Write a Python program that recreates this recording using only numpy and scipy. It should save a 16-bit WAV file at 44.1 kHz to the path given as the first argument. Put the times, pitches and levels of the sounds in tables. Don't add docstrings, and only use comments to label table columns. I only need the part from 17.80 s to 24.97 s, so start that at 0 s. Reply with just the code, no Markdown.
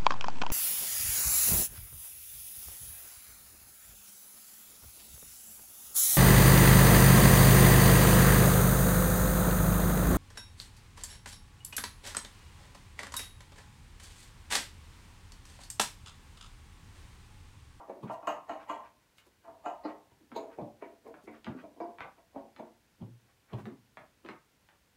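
import sys
import numpy as np
from scipy import signal
from scipy.fft import rfft, irfft
from scipy.io import wavfile
from scipy.ndimage import uniform_filter1d

SR = 44100
rng = np.random.default_rng(int(sys.argv[2]) if len(sys.argv) > 2 else 0)


def wrap_up_sound(samples):
    columns = np.atleast_2d(samples).T
    tamed = np.clip(columns, -1, 1)
    steps = np.round(tamed * 32767).astype(np.int16)
    wavfile.write(sys.argv[1], SR, steps)


N = 316094
BLOW_SAMPLES, LEAD_SAMPLES = 32768, 2205
AGE_S = (np.arange(BLOW_SAMPLES) - LEAD_SAMPLES) / SR
SINCE_S = np.maximum(AGE_S, 0)
THICK_CORNER_HZ, THIN_CORNER_HZ = 327, 850

# low edge in Hz, high edge in Hz, base room t60 in s.
REGISTERS = [(46.2, 218, 0.27), (188.4, 577, 0.38), (583, 1316, 0.39), (1330, 3660, 0.3),
             (3120, 16000, 0.23)]
# centre in seconds, level in dB.
SWISHES = [(0.243, -74), (0.33, -65.5), (1.391, -67.5), (1.475, -75), (3.286, -76), (3.445, -72.5),
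           (5.744, -78), (5.796, -69.5), (5.868, -74)]


def wall_pecks(gain_db=-6.5, second_hz=915.3, t60_s=0.17):
    # contact in seconds, skid in seconds, relative level in dB, hardness in dB/octave,
    # note in Hz, overtone in Hz.
    pecks = [(0.008, 0.068, -43, -6, 786, 1680), (0.297, 0, -31, -6, 938, 2790),
             (0.343, 0.051, -50.5, 4.5, 970, 2880), (0.427, 0.0078, -42.5, -5, 1106, 2517),
             (0.472, 0.0035, -24.5, 1.4, 1067, 2875), (0.694, 0.0077, -30.5, -1.5, 683.5, 2850),
             (0.897, 0.0092, -28.5, 0.2, 1047, 2900), (1.643, 0.0012, -52, -0.5, 647, 1500),
             (1.681, 0.023, -44, -27, 664, 1820), (1.859, 0.0098, -29, -1.5, 696, 7100),
             (2.05, 0.011, -29, -7.5, 307.7, 1900)]
    # frequency in Hz, relative level in dB, nominal t60 in seconds.
    board_modes = [(302.7, 7.5, 0.22), (440, 1.5, 0.16), (511, -2, 0.1), (672.5, 2, 0.48),
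                   (763, -9.5, 0.38), (900, 0.5, 0.37), (1022, 0.5, 0.37), (1169, -1, 0.14),
                   (1362, 5, 0.15), (1393, -0.5, 0.16), (1575, -1.5, 0.29), (1780, -25, 0.11),
                   (2090, -14, .28), (2470, -1.5, 0.2), (2750, -26, 0.24), (2900, -11, 0.29),
                   (2940, -4, 0.31), (4190, -47, .18), (6430, -9, 0.26), (6700, -10, 0.2),
                   (7550, -37, 0.16), (7800, -7, 0.16)]
    # frequency in Hz, relative level in dB.
    spectrum = [(100, -22.5), (300, -11), (380, -12), (650, -4), (1150, -7.5), (1500, -22.5), (1900, -11),
                (2250, -18.5), (2850, -17.5), (3400, -33), (4100, -26), (5400, -34.5), (6800, -17.5),
                (8600, -34), (14000, -37)]
    balance_db = (-24.5, -4, 0, -7, -20)
    out = np.zeros(N)
    for at_s, skid_s, db, hardness, note_hz, overtone_hz in pecks:
        levels_db = register_levels(balance_db, db, hardness, THIN_CORNER_HZ, note_hz, lift_db=9.5)
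        humps = [(note_hz, 9), (second_hz, 6), (overtone_hz, 13), (1.12 * overtone_hz, 7)]
        timbre = response(spectrum, BLOW_SAMPLES, humps, ripple_db=6)
        notes = [(note_hz, 11, t60_s), (second_hz, -2, t60_s),
                 (overtone_hz, -8, t60_s / 2), (1.3 * overtone_hz, -15, t60_s / 2)]
        rings = ringing(list(board_modes) + notes)
        sound = blow(timbre, levels_db, skid_s, direct_db=-9.5, t60_scale=1, hold_s=0.038, rings=rings)
        add(out, sound, int(at_s * SR) - LEAD_SAMPLES)
    return out * undb(gain_db)


def floor_pecks(gain_db=-6.5, firm_db=-34.5, firm_t60_s=0.48, halving_db=8.5):
    # contact in seconds, skid in seconds, relative level in dB, hardness in dB/octave,
    # low note in Hz, middle note in Hz, overtone in Hz, overtone lift in dB.
    pecks = [(0.095, 0.0097, -38, 0.5, 380, 550, 1770, 1.5),
             (2.563, 0.0097, -31.5, 1.86, 445, 661, 6760, 10.5),
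             (2.785, 0.0078, -35.5, -0.5, 296, 585, 2500, 0),
             (3.023, 0.0079, -38, -1.5, 414, 670.4, 1980, 17.5), (3.266, .012, -43, -4, 456, 659, 1870, 21),
             (3.476, 0.007, -40.5, -6.5, 308, 730, 2080, 33), (3.839, 0.011, -44.5, 1, 298, 677, 2340, 0),
             (3.963, 0.0031, -50.5, -3, 380, 710, 1834, -4), (4.002, 0.0021, -34, 0, 342, 693, 1600, 11.5),
             (4.38, .01, -55.5, 5, 337, 670, 1890, 5), (4.56, 0.0098, -37.5, -2, 271, 566, 1070, 7),
             (4.796, 0.015, -39, 2.5, 260, 637.4, 1380, 6)]
    # frequency in Hz, relative level in dB, nominal t60 in seconds.
    floor_modes = [(225.6, -5, 0.55), (431, -11, 0.72), (660, 6, 0.3), (709, -1, 0.49), (936, 5.5, 0.22),
                   (1055, -3.5, 0.25), (2274, -3, 0.15), (2700, -47, .13), (4130, -41, 0.18),
                   (6400, -14, 0.1), (6300, -26, 0.14), (12300, -20, 0.083)]
    # frequency in Hz, relative level in dB.
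    spectrum = [(50, -41.5), (110, -15), (170, -14.5), (300, 9), (700, 2), (1020, -3.5), (1300, -14.5),
                (2400, -15), (3200, -32.5), (4200, -29.5), (5600, -58), (6800, -33.5), (9000, -51),
                (14000, -50)]
    balance_db = (-7.5, -2, -2.5, -24.5, -37)
    out = np.zeros(N)
    for at_s, skid_s, db, hardness, low_hz, middle_hz, overtone_hz, lift_db in pecks:
        high_hz = 1.42 * middle_hz
        t60_s = firm_t60_s * 2 ** ((db - firm_db) / halving_db)
        levels_db = register_levels(balance_db, db, hardness, THICK_CORNER_HZ, overtone_hz, lift_db)
        levels_db[0] -= 35 * np.log2(low_hz / 285)
        humps = [(low_hz, 7), (middle_hz, 8), (high_hz, 8), (overtone_hz, 7)]
        timbre = response(spectrum, BLOW_SAMPLES, humps, ripple_db=4)
        notes = [(low_hz, 4, 0.57 * t60_s), (middle_hz, 6, t60_s),
                 (high_hz, 0, 0.99 * t60_s), (overtone_hz, -20, t60_s / 2)]
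        rings = ringing(list(floor_modes) + notes)
        sound = blow(timbre, levels_db, skid_s, direct_db=-6, t60_scale=np.sqrt(t60_s / 0.46),
                     hold_s=0.022, rings=rings, ring_db=-4, late_db=2.5)
        add(out, sound, int(at_s * SR) - LEAD_SAMPLES)
    return out * undb(gain_db)


def steps(gain_db=-1.5, t60_s=0.15):
    # contact in seconds, relative level in dB, hardness in dB/octave, plank note in Hz.
    footfalls = [(0.235, -40, 2, 134.2), (1.465, -63.5, 10, 361), (2.316, -63, 5, 74), (2.409, -61, 1, 286),
                 (2.522, -48, 2.5, 236), (2.815, -43.5, 0, 137.5), (3.437, -58, -6, 399),
                 (3.669, -39.5, -1.5, 218), (3.69, -40.5, 1, 135.4), (3.748, -42, -19, 252),
                 (5.219, -40, 1, 117.7), (5.276, -56, -9, 146), (5.733, -34, 3.5, 119),
                 (5.785, -49.5, 3.5, 163), (5.867, -40, -4, 229), (5.918, -46, -10, 267),
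                 (6.449, -47, 9.5, 336), (6.492, -45.5, 4, 330)]
    # frequency in Hz, relative level in dB.
    spectrum = [(45, -49), (85, -8), (118, 3.5), (165, -2), (250, 4.5), (400, 0.5), (600, -14.5),
                (950, -10.5), (1500, -41.5), (3500, -38.5), (8000, -34)]
    balance_db = (-2.5, 0.5, -7, -19.5)
    out = np.zeros(N)
    for at_s, db, hardness, note_hz in footfalls:
        skid_s = 0.0095 * 2 ** (-hardness / 16)
        levels_db = register_levels(balance_db, db, hardness, THICK_CORNER_HZ, note_hz, lift_db=18)
        timbre = response(spectrum, BLOW_SAMPLES, [(note_hz, 6)], ripple_db=4.5)
        sound = blow(timbre, levels_db, skid_s, direct_db=-8, t60_scale=0.49, hold_s=0.0072,
                     rings=ringing([(note_hz, 0, t60_s)]), ring_db=-4)
        add(out, sound, int(at_s * SR) - LEAD_SAMPLES)
    return out * undb(gain_db)


def snaps(gain_db=-1):
    # contact in seconds, relative level in dB, hardness in dB/octave.
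    cracks = [(1.383, -61.5, 8.5), (2.517, -56, -1.5), (3.341, -55, -4.5), (3.645, -53.5, 9),
              (3.667, -47.5, -2.5), (4.185, -51.5, -1), (4.206, -45, 0.3), (4.763, -59.5, 4.5),
              (5.855, -54.5, 1), (6.171, -50.5, -1), (6.462, -57, 4.5), (6.488, -48.5, 1.7),
              (6.888, -64.5, 2.5)]
    # frequency in Hz, relative level in dB.
    spectrum = [(60, -10), (300, -3.5), (600, -2.5), (1100, -2), (2100, -1), (3400, -18), (5000, -31.5),
                (8000, -40.5), (14000, -62)]
    balance_db = (-11.5, -10, 1.5, 1, -11)
    out = np.zeros(N)
    for at_s, db, hardness in cracks:
        levels_db = register_levels(balance_db, db, hardness, THIN_CORNER_HZ)
        timbre = response(spectrum, BLOW_SAMPLES, ripple_db=6)
        sound = blow(timbre, levels_db, skid_s=0, direct_db=-2, t60_scale=0.68, hold_s=0.033,
                     late_db=5, late_s=0.075)
        add(out, sound, int(at_s * SR) - LEAD_SAMPLES)
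    return out * undb(gain_db)


def straw(grain_db=6, direct_db=-2.5, room_db=-3):
    # centre in seconds, relative level in dB.
    drags = [(0.292, -53.5), (0.817, -54.5), (1.056, -59), (2.093, -53.5), (2.727, -59.5), (3.553, -57.5),
             (3.796, -55), (4.305, -64.5), (4.577, -64), (5.499, -71), (5.71, -63.5), (5.79, -57)]
    cracks = unit(rng.standard_normal(N) * undb(grain_db * rng.standard_normal(N)))
    drag_envelope = sum(undb(db) * swell(at_s, 0.036) for at_s, db in drags)
    swish_envelope = sum(undb(db) * swell(at_s, 0.035) for at_s, db in SWISHES)
    rustle = unit(band(cracks, 560.6, 1739, order=2)) * drag_envelope
    swish = unit(band(cracks, 2100, 8200, order=1)) * swish_envelope
    return undb(direct_db) * rustle + undb(room_db) * reverb(rustle) + swish


def squeaks(width_hz=800, room_db=-4):
    # centre in seconds, level in dB, band centre in Hz.
    skids = [(1.872, -72, 4400), (2.056, -59, 4400), (2.569, -55, 3970), (4.018, -72, 4970)]
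    chatter = rng.standard_normal(N)
    direct = np.zeros(N)
    for at_s, db, hz in skids:
        squeak = unit(band(chatter, hz - width_hz / 2, hz + width_hz / 2, order=2))
        direct += undb(db) * swell(at_s, 0.021) * squeak
    return direct + undb(room_db) * reverb(direct)


def chaff_ticks(level_db=-69.5, lead_s=0.009):
    out = np.zeros(N)
    for at_s, _ in SWISHES:
        tick = band(noise_tail(t60_s=0.037), 5000, 16000, order=1)
        add(out, unit_peak(tick, window_samples=44), int((at_s - lead_s) * SR))
    return out * undb(level_db)


def hiss(level_db=-69.5):
    # frequency in Hz, relative density in dB.
    spectrum = [(15, -67), (25, -12), (59, 3), (433, -6), (582, -10), (722, -10.5), (997, -9),
                (1270, -14.5), (1380, -9.5), (15500, -23.5)]
    noise = irfft(rfft(rng.standard_normal(N)) * response(spectrum, N), N)
    return undb(level_db) * unit(noise)


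def blow(timbre, levels_db, skid_s, direct_db, t60_scale, hold_s,
         rings=None, ring_db=0, late_db=0, late_s=0.11):
    spread_db = 3.1 * np.exp(-SINCE_S / 0.026)
    echoes = rng.standard_normal(BLOW_SAMPLES) * undb(spread_db * rng.standard_normal(BLOW_SAMPLES))
    build_up = min(skid_s / 0.01, 1) * np.exp(-np.abs(AGE_S) / max(skid_s, 1e-4))
    skid = np.where(AGE_S < 0, build_up, 1)
    fading_s = np.hypot(SINCE_S, hold_s) - hold_s
    late_swell = undb(late_db * np.exp(-((AGE_S - late_s) / 0.028) ** 2))
    out = 0
    for (lo_hz, hi_hz, t60_s), db in zip(REGISTERS, levels_db):
        fade = np.exp(-np.log(1000) * fading_s / (t60_s * t60_scale))
        force = echoes * skid * fade
        force[LEAD_SAMPLES] += undb(direct_db) * np.sqrt(np.sum(force ** 2))
        sound = unit_peak(irfft(rfft(force) * timbre))
        if rings is not None:
            sound += undb(ring_db) * unit_peak(rings)
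        if lo_hz < 1000:
            sound *= late_swell
        out += undb(db) * unit_peak(band(sound, lo_hz, hi_hz))
    return out


def register_levels(balance_db, db, hardness, corner_hz, note_hz=1000, lift_db=0, width_octaves=0.45):
    centre_hz = np.array([np.sqrt(lo_hz * hi_hz) for lo_hz, hi_hz, _ in REGISTERS[:len(balance_db)]])
    tilt_db = hardness * np.maximum(np.log2(centre_hz / corner_hz), 0)
    note_db = lift_db * np.exp(-(np.log2(centre_hz / note_hz) / width_octaves) ** 2)
    shape_db = np.array(balance_db) + tilt_db + note_db
    return db + shape_db - shape_db.max()


def ringing(modes, scatter_db=1, settle_s=0.2, attack_s=0.00208):
    hz, db, t60_s = np.transpose(modes)[:, :, None]
    phase_turns = rng.random(hz.shape)
    gain = undb(db + scatter_db * rng.standard_normal(hz.shape))
    waves = gain * np.exp(-np.log(1000) * SINCE_S / t60_s) * np.sin(2 * np.pi * (hz * SINCE_S + phase_turns))
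    friction = np.exp(-(SINCE_S / settle_s) ** 2 / 2)
    return waves.sum(0) * friction * np.clip(AGE_S / attack_s, 0, 1)


def response(points, size, humps=(), ripple_db=0, log_width=0.041):
    hz, db = np.transpose(points)
    log_hz = np.log(np.fft.rfftfreq(size, 1 / SR) + 1)
    curve_db = np.interp(log_hz, np.log(hz), db)
    for hump_hz, hump_db in humps:
        curve_db += hump_db * np.exp(-((log_hz - np.log(hump_hz)) / log_width) ** 2)
    groups_hz = np.geomspace(100, 16000, 150)
    ripple = np.clip(rng.standard_normal(len(groups_hz)), -2, 1)
    curve_db += ripple_db * np.interp(log_hz, np.log(groups_hz), ripple)
    cepstrum = irfft(np.log(undb(curve_db)), size)
    cepstrum[1:size // 2] *= 2
    cepstrum[size // 2 + 1:] = 0
    return np.exp(rfft(cepstrum))


def reverb(x, t60_s=0.21):
    tail = noise_tail(t60_s)
    return signal.fftconvolve(x, tail / np.sqrt(np.sum(tail ** 2)))[:N]


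def noise_tail(t60_s):
    return (rng.standard_normal(BLOW_SAMPLES) * np.exp(-np.log(1000) * SINCE_S / t60_s))[LEAD_SAMPLES:]


def swell(centre_s, half_width_s):
    return np.exp(-2 * np.minimum(np.abs(np.arange(N) / SR - centre_s) / half_width_s, 10) ** 2)


def band(x, lo_hz, hi_hz, order=4):
    return signal.sosfilt(signal.butter(order, [lo_hz, hi_hz], "band", fs=SR, output="sos"), x)


def undb(db):
    return 10 ** (np.asarray(db) / 20)


def unit(x):
    return x / np.sqrt(np.mean(x ** 2))


def unit_peak(x, window_samples=882):
    return x / np.sqrt(uniform_filter1d(x ** 2, window_samples).max() + 1e-30)


def add(out, x, start):
    a, b = max(start, 0), min(start + len(x), len(out))
    out[a:b] += x[a - start:b - start]


def scene():
    blows = wall_pecks() + floor_pecks() + steps() + snaps()
    return (blows + chaff_ticks() + straw() + hiss() + squeaks())[None]


def record(dry, cutoff_hz=15700):
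    return signal.sosfilt(signal.ellip(10, 0.1, 70, cutoff_hz, fs=SR, output="sos"), dry)


dry = scene()
out = record(dry)
wrap_up_sound(out)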